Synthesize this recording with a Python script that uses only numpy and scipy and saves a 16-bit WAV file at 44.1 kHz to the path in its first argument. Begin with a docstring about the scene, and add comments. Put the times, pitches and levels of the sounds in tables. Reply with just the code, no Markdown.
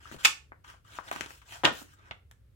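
"""A stiff page of a picture book is turned by hand, close to the microphone in a small quiet room.
The corner snaps free and the sheet rings; the page lands in a run of slaps and the book rings under it.
Bending paper pops in broad bands of noise and knocks in short dying tones.
Rubbing and sliding are tiny grains mixed with hiss. Echoes and a short tail make the room;
low rumble and faint hiss lie behind it all."""
import sys
import numpy as np
from scipy import signal
from scipy.fft import rfft, irfft
from scipy.io import wavfile
from scipy.ndimage import uniform_filter1d

SR = 44100
rng = np.random.default_rng(int(sys.argv[2]) if len(sys.argv) > 2 else 0)


def dump_mix(stems):
    """Bounce the given channels to the path in sys.argv[1] as a 16-bit WAV at rate SR."""
    frames = np.atleast_2d(stems).T  # one column per channel
    limited = np.clip(frames, -1, 1)  # hard clip at full scale
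    pcm = np.round(limited * 32767).astype(np.int16)
    wavfile.write(sys.argv[1], SR, pcm)


N = 112454  # length of the sound in samples
HZ = np.fft.rfftfreq(4096, 1 / SR)  # frequencies at which the short pulses are shaped


def amp(db):
    """Turns decibels into a gain."""
    return 10 ** (np.asarray(db) / 20)


def unit(x):
    """Scales a sound to an average energy of 1 per channel."""
    channels = len(np.atleast_2d(x))
    return x / np.sqrt(np.sum(x ** 2) / channels + 1e-20)


def read(points, hz):
    """Reads a table between its points, with pitch on a log scale."""
    f, value = np.transpose(points)
    return np.interp(np.log(hz + 1), np.log(f + 1), value)


def add(mix, s, sound):
    """Mixes a stereo sound in at time s, cut off at the end of the mix."""
    part = mix[:, max(round(s * SR), 0):][:, :sound.shape[1]]
    part += sound[:, :part.shape[1]]


def sides(pan_db):
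    """Gains for left and right; a positive value makes the left louder."""
    return amp([[pan_db / 2], [-pan_db / 2]])


def causal(db):
    """Makes a pulse with this spectrum and its energy as early as possible (minimum phase)."""
    cepstrum = irfft(np.log(amp(np.maximum(db - db.max(), -90))))
    half = len(cepstrum) // 2
    # fold the backward half onto the forward half
    cepstrum[1:half] *= 2
    cepstrum[half + 1:] = 0
    return unit(irfft(np.exp(rfft(cepstrum)))[:half])


def through(x, response):
    """Passes a sound through a response, by convolution along time."""
    return signal.fftconvolve(np.atleast_2d(x), np.atleast_2d(response), axes=1)


def dying(t, t60):
    """Exponential decay that falls by 60 dB in t60 seconds."""
    return np.exp(-np.log(1000) * t / np.maximum(t60, 1e-4))


def ringing(modes):
    """Dying tones; the higher they are, the more their phase may differ between left and right."""
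    t = np.arange(SR // 2) / SR
    total = 0
    for hz, db, t60 in modes:
        phase = rng.random() + min(hz / 2000, 1) * rng.random((2, 1))
        tone = np.sin(2 * np.pi * (hz * t + phase))
        total = total + amp(db) * unit(dying(t, t60) * tone)
    return total


def flutter(length_s):
    """Dense paper ringing: a dying noise burst, evened out in spectrum, alike on both sides in the bass."""
    mono_below_hz = 310  # around here the likeness has dropped to half
    t = np.arange(len(HZ) * 2) / SR
    z = rfft(rng.standard_normal((2, len(t))))
    same = 1 / (1 + (np.fft.rfftfreq(len(t), 1 / SR) / mono_below_hz) ** 2)
    z[1] = same * z[0] + np.sqrt(1 - same ** 2) * z[1]
    burst = irfft(z) * dying(t, length_s)
    for _ in range(2):
        even = irfft(np.exp(1j * np.angle(rfft(burst))))  # keep the phases, flatten the spectrum
        burst = even * dying(t, 2 * length_s)
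    return unit(burst)


def snap(pulse, db, ring_s, pan_db, lag_s, click_db):
    """One sudden release: a click and the sheet's short ringing, arriving on the left first."""
    burst = amp(1) * flutter(ring_s)  # ringing raised by 1 dB
    burst[:, 0] += amp(click_db) * np.exp(-ring_s / 0.038)  # a longer ring has a weaker click
    left, right = through(burst, pulse)
    late_right = np.roll(right, round(abs(lag_s) * SR))
    sound = np.array([unit(left), unit(late_right)])
    return amp(db) * unit(sound * sides(pan_db))


# The corner snapping free: (time [s], level [dB], ring length setting [s], left over right [dB])
CORNER_SNAPS = [(.249, 7.5, 0.0099, 2), (0.2523, 11.5, 0.018, -4.5), (0.2562, 6, 0.008, -4),
                (0.2716, -4, .005, -1.5)]
# Tone colour of those snaps: (frequency [Hz], level [dB])
CORNER_COLOUR = [(60, -49.5), (120, -37), (300, -26.5), (600, -28.5), (830, -17), (1100, -8), (1250, -12),
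                 (1800, -9.5), (2100, -11), (2600, -1.5), (3200, -10), (4500, -11), (7900, -14.5),
                 (10700, -27.5), (13200, -24.5), (16000, -33)]
# Tones of the flicked sheet: (frequency [Hz], level [dB], time to fall 60 dB [s])
SHEET_TONES = [(1260, -6, 0.11), (1508, -3, 0.05), (2285, -4, 0.033), (2613, 1, 0.054), (3460, -1.5, 0.074)]


def corner():
    """The corner slips off the finger in a few snaps, and the sheet rings from the first one."""
    out = np.zeros((2, N))
    pulse = causal(read(CORNER_COLOUR, HZ))
    for s, db, ring_s, pan_db in CORNER_SNAPS:
        add(out, s, snap(pulse, db, ring_s, pan_db, lag_s=.00042, click_db=-5.5))
    add(out, CORNER_SNAPS[0][0], ringing(SHEET_TONES))
    return out


# The page landing, first its belly, then its edge in a run of crackles:
# (time [s], level [dB], ring length setting [s], left over right [dB])
PAGE_SLAPS = [(1.6359, -5.5, 0.007, 4), (1.6397, 0, 0.0055, 0.5), (1.6452, -1, 0.0074, 0.5),
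              (1.648, 2.5, 0.016, 4.5), (1.6543, 2, .012, -0.5), (1.6605, -0.5, .02, -3.5),
              (1.6662, -2, .016, -1.5), (1.6734, -3, .018, 0.5), (1.678, -5.5, .02, -1.5),
              (1.6845, -8, .04, 0), (1.703, -14.5, 0.03, -2), (1.716, -26, 0.04, -7)]
# Tone colour of the slaps: (frequency [Hz], level [dB])
PAGE_SLAP_COLOUR = [(30, -25.5), (60, -6.5), (130, -1), (200, -8), (300, -2.5), (395, -9), (500, -1),
                    (800, 1), (1350, -0.5), (1900, -3), (2300, -12), (3300, -10.5), (4500, -23.5),
                    (7500, -25.5), (11000, -39.5), (14000, -35), (16000, -39.5)]
# Tones of the open book under the slap: (frequency [Hz], level [dB], time to fall 60 dB [s])
BOOK_TONES = [(295, -8, 0.0905), (443.8, -11, 0.13), (866, -14, .16), (1105, -6, 0.11), (1435, -1.5, 0.13),
              (1824, 1.5, 0.13), (2420, -9.5, .12), (3380, -7, 0.05)]


def landing():
    """The page meets the stack in a quick run of slaps, and the book rings from the fourth one."""
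    out = np.zeros((2, N))
    pulse = causal(read(PAGE_SLAP_COLOUR, HZ))
    for s, db, ring_s, pan_db in PAGE_SLAPS:
        add(out, s, snap(pulse, db, ring_s, pan_db, lag_s=.00003, click_db=-0.5))
    add(out, PAGE_SLAPS[3][0], ringing(BOOK_TONES))
    return out


PAPER_LAG_S = .00032  # how much later pops and slides reach the right side

# The paper buckling and being tapped:
# (time [s], level [dB], low edge [Hz], high edge [Hz], fall below [dB/octave], fall above [dB/octave],
#  ring length setting [s], left over right [dB])
PAPER_POPS = [(.1145, -19, 600, 1300, 2, 12, 0.009, 9), (0.123, -21, 270, 400, 4, 8, 0.02, 2.5),
              (0.144, -18.5, 230, 300, 5, 10, 0.022, 6), (0.164, -23, 100, 200, -2.5, 5.5, 0.02, 0),
              (0.52, -20, 1500, 2200, 1.5, 42, 0.0025, 3), (0.645, -26.5, 1050, 1600, 28, 14, 0.06, 8),
              (0.74, -31, 650, 1000, 14, 10.5, 0.06, 7), (0.849, -36, 1100, 1300, 48, 45, 0.031, 22),
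              (1.114, -5.5, 700, 1300, 9, 7.5, 0.009, 1.5), (1.127, -14, 420, 900, 10, 4.5, 0.06, 3),
              (1.161, -11.5, 380, 750, 5, 7, 0.015, -2.5), (1.2095, -6, 1250, 1500, 3, 7.5, .006, 5),
              (1.239, -20, 900, 1600, 1, 8, 0.01, -2), (1.2611, -19, 1400, 2600, 2, 11, 0.0025, -1),
              (1.3066, -22, 613, 830, 6, 7, .007, 4), (1.417, -29, 1050, 1250, 22, 8, 0.1, 3.5),
              (1.652, 8, 2950, 3600, 15, 22, 0.014, -0.5), (1.712, -17, 200, 300, 12, 20, .06, 0),
              (1.816, -23, 280, 350, 11.5, 12, 0.03, -6.5), (2.111, -14, 1700, 3600, 1, 22, 0.001, 1),
              (2.1124, -15, 597, 2000, -0.5, 14.5, 0.0055, -4), (2.3129, -30, 1700, 2600, 3, 7, 0.004, 2)]
# Tone colour shared by the pops: (frequency [Hz], level [dB])
PAPER_POP_COLOUR = [(40, -4), (150, 3.5), (600, 0), (1500, 4.5), (3000, 4.5), (4500, -2), (7500, 3),
                    (10500, -2.5), (13500, -0.5), (16000, -1.5)]


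def pops():
    """Each buckle or tap of the paper rings in a broad band of its own."""
    out = np.zeros((2, N))
    for s, db, low_hz, high_hz, below, above, ring_s, pan_db in PAPER_POPS:
        octaves_below = np.maximum(np.log2(low_hz / (HZ + 10)), 0)
        octaves_above = np.maximum(np.log2((HZ + 10) / high_hz), 0)
        fall = below * octaves_below + above * octaves_above
        pulse = causal(read(PAPER_POP_COLOUR, HZ) - fall)
        add(out, s, snap(pulse, db, ring_s, pan_db, PAPER_LAG_S, click_db=3.0))
    return out


# Hollow knocks of the bent sheet:
# (time [s], level [dB], pitch [Hz], time for the tone to fall 60 dB [s], left over right [dB])
SHEET_KNOCKS = [(0.0552, -22, 1297, 0.025, 12), (.9875, -8.5, 1154, 0.0039, 8.5),
                (1.1142, -10.5, 800, 0.019, 3), (2.312, -34.5, 1720, 0.025, -4)]


def knocks():
    """The bent sheet swings for a few dying cycles, with a faint scatter at the same pitch."""
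    rise_s, scatter_db = .0004, -16
    out, t = np.zeros((2, N)), np.arange(len(HZ)) / SR
    for s, db, hz, t60, pan_db in SHEET_KNOCKS:
        cycles = np.sin(2 * np.pi * hz * t) * dying(t, t60) * (1 - np.exp(-t / rise_s))
        burst = amp(scatter_db) * flutter(2 * t60)
        burst[:, 0] += 1  # the direct knock
        add(out, s, amp(db) * unit(through(burst, cycles) * sides(pan_db)))
    return out


def wander(x):
    """The colour of a rub shifts in random patches of time and pitch as the contact moves."""
    patch_db = 3  # typical size of the shift
    z = signal.stft(x, nperseg=512)[2]
    field = rng.standard_normal(z.shape[1:])
    field = uniform_filter1d(field, size=6, axis=0)  # smooth over pitch
    field = uniform_filter1d(field, size=4, axis=1)  # smooth over time
    shifted = z * amp(patch_db * field / field.std())
    return signal.istft(shifted, nperseg=512)[1][:, :x.shape[1]]


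# Paper sliding on skin and paper:
# (start [s], peak time [s], end [s], level at peak [dB], start level below peak [dB],
#  tilt [dB/octave], scrape pitch [Hz], scrape boost [dB])
PAPER_SLIDES = [(0, 0.08, 0.26, -52.5, 9, -1, 1700, 5), (0.113, 0.145, 0.18, -54, -4, 3.5, 1000, 2),
                (0.18, 0.198, 0.38, -47, 10, -1, 1300, 4), (0.229, .247, 0.35, -36.5, 10, 1.5, 3000, 5),
                (0.638, 0.70, .8, -51, 8, -1, 1150, 7), (0.842, 0.97, 1.06, -49.5, 16, -.5, 1700, 0),
                (1.03, 1.085, 1.135, -47.5, 14, -0.8, 750, 4), (1.118, 1.24, 1.36, -50, -2, -.5, 1300, 2),
                (1.279, 1.316, 1.473, -52.5, 4, 2.5, 750, -0.5),
                (1.454, 1.541, 1.665, -45, 16.5, 0.23, 800, 7),
                (1.722, 1.811, 1.877, -48.5, 3, 3.5, 6500, -2), (1.839, 1.939, 1.98, -62, 4, 2, 1700, 6),
                (1.962, 2.09, 2.15, -60, 8, -3.5, 1200, 4)]
# Tone colour shared by the slides: (frequency [Hz], level [dB])
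PAPER_SLIDE_COLOUR = [(250, -12.5), (400, -11), (600, -8.5), (900, -5), (1500, 2.5), (2100, -5),
                      (2900, -3.5), (4600, -11), (7500, -9.5), (10700, -20.5), (13500, -21.5),
                      (16000, -19.5)]


def slides():
    """Fibres catch and slip in tiny grains, mixed with hiss, while a stroke changes level and dies."""
    grains_per_s, grain_spread_db, hiss_share = 2000, 4, 1
    release_db, touch_s = 26, 0.006  # drop from peak to end; fade-in at first contact
    scrape_octaves, bass_cut_hz = 0.25, 170
    out, t = np.zeros((2, N)), np.arange(SR // 2) / SR
    octave = np.log2(HZ + 10)
    for start, peak, end, db, rise_db, tilt, scrape_hz, scrape_db in PAPER_SLIDES:
        # grains at random moments, mostly small, pushing either way
        sizes = amp(grain_spread_db * np.minimum(rng.exponential(1, len(t)), 5))
        hits = rng.random(len(t)) < grains_per_s / SR
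        grains = hits * rng.choice([-1, 1], len(t)) * sizes
        late_grains = np.roll(grains, round(PAPER_LAG_S * SR))
        hiss = unit(rng.standard_normal((2, len(t))))
        drive = unit(np.array([grains, late_grains])) + hiss_share * hiss

        colour = read(PAPER_SLIDE_COLOUR, HZ) + tilt * octave
        colour -= 12 * np.maximum(np.log2(bass_cut_hz) - octave, 0)  # bass falls 12 dB per octave
        colour += scrape_db * np.exp(-((octave - np.log2(scrape_hz)) / scrape_octaves) ** 2)
        rub = wander(through(drive, causal(colour))[:, :len(t)])

        now = start + t
        stroke_db = np.interp(now, [start, peak, end], [-rise_db, 0, -release_db])
        level = amp(db + stroke_db) * (now < end) * np.minimum(t / touch_s, 1)
        add(out, start, level * unit(rub) * np.sqrt(len(t)))
    return out * sides(1.2)


# Near surfaces: (delay [s], level [dB])
NEAR_ECHOES = [(.0034, -9.5), (.0075, -19), (.013, -19), (.023, -20)]
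# How long the room rings: (frequency [Hz], time to fall 60 dB [s])
TAIL_TIMES = [(100, .35), (300, .35), (600, .27), (1200, .28), (3000, .26), (8000, .245), (16000, .21)]
# How loud the room rings: (frequency [Hz], level [dB])
TAIL_LEVELS = [(100, -10.5), (200, -8.5), (300, -3.5), (600, -6), (1000, -8), (3000, -7.5), (8000, -5.5),
               (16000, -9.5)]
# Low resonances of the room: (frequency [Hz], level [dB], time to fall 60 dB [s])
ROOM_TONES = [(293, -32.5, .34), (328, -34, .28)]


def room(x):
    """Echoes from table and body, early scatter, low tones and the short tail of a small room."""
    early_db, early_t60 = -6, .07
    t = np.arange(SR // 2) / SR
    # the tail: noise that dies at its own pace at each pitch
    hz, when, z = signal.stft(rng.standard_normal((2, len(t))), SR, nperseg=256)
    t60 = np.maximum(read(TAIL_TIMES, hz), .02)[:, None]
    even_energy = np.sqrt(2 * np.log(1000) / (t60 * SR))  # long and short tails carry equal energy
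    z = z * dying(when, t60) * amp(read(TAIL_LEVELS, hz))[:, None] * even_energy
    tail = signal.istft(z, SR, nperseg=256)[1][:, :len(t)]
    response = tail * np.minimum(t / 0.028, 1)

    scatter = rng.standard_normal((2, len(t))) * dying(t, early_t60) * np.minimum(t / 0.0057, 1)
    response += amp(early_db) * unit(scatter)
    response += ringing(ROOM_TONES)
    response[:, 0] += 1  # the direct sound
    for delay, db in NEAR_ECHOES:
        for side in response:
            shifted = delay + rng.uniform(-.0003, .0003)  # slightly different on each side
            side[int(abs(shifted) * SR)] += amp(db)
    return through(x, response)[:, :N]


# Tone colour of the background: (frequency [Hz], relative level [dB])
FLOOR_COLOUR = [(15, -43.5), (30, -23), (45, -2), (66, 1.5), (82, -2), (105, -1), (150, -13), (200, -20.5),
                (330, -24.5), (500, -23.5), (800, -38.5), (1500, -35.5), (3000, -39.5), (6000, -46.5),
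                (12000, -45), (16000, -49)]
# How alike left and right are: (frequency [Hz], likeness [0 to 1])
FLOOR_LIKENESS = [(30, 0.75), (150, 0.98), (500, 0.25), (2000, 0.092)]


def floor():
    """Low rumble of the house and a faint hiss: steady noise shaped by pitch."""
    floor_db = -60  # average (RMS) level
    hz = np.fft.rfftfreq(N, 1 / SR)
    a, b = rfft(rng.standard_normal((2, N)))
    same = np.clip(read(FLOOR_LIKENESS, hz), -1, 1)
    right = same * a + np.sqrt(1 - same ** 2) * b
    z = np.array([a, right]) * amp(read(FLOOR_COLOUR, hz))
    return amp(floor_db) * np.sqrt(N) * unit(irfft(z, N))


def scene():
    """All the paper sounds in the room, over the background."""
    paper = corner() + landing() + pops() + knocks() + slides()
    return room(paper) + floor()


def record(dry):
    """Rounds off the loudest peaks, then removes the treble above the band edge."""
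    edge_hz = 16200
    held = dry / (1 + (dry / .88) ** 4) ** .25  # stays below 0.88
    lowpass = signal.firwin(511, edge_hz, window=("kaiser", 9), fs=SR)
    return signal.oaconvolve(held, lowpass[None], "same")


dry = scene()
out = record(dry)
dump_mix(out)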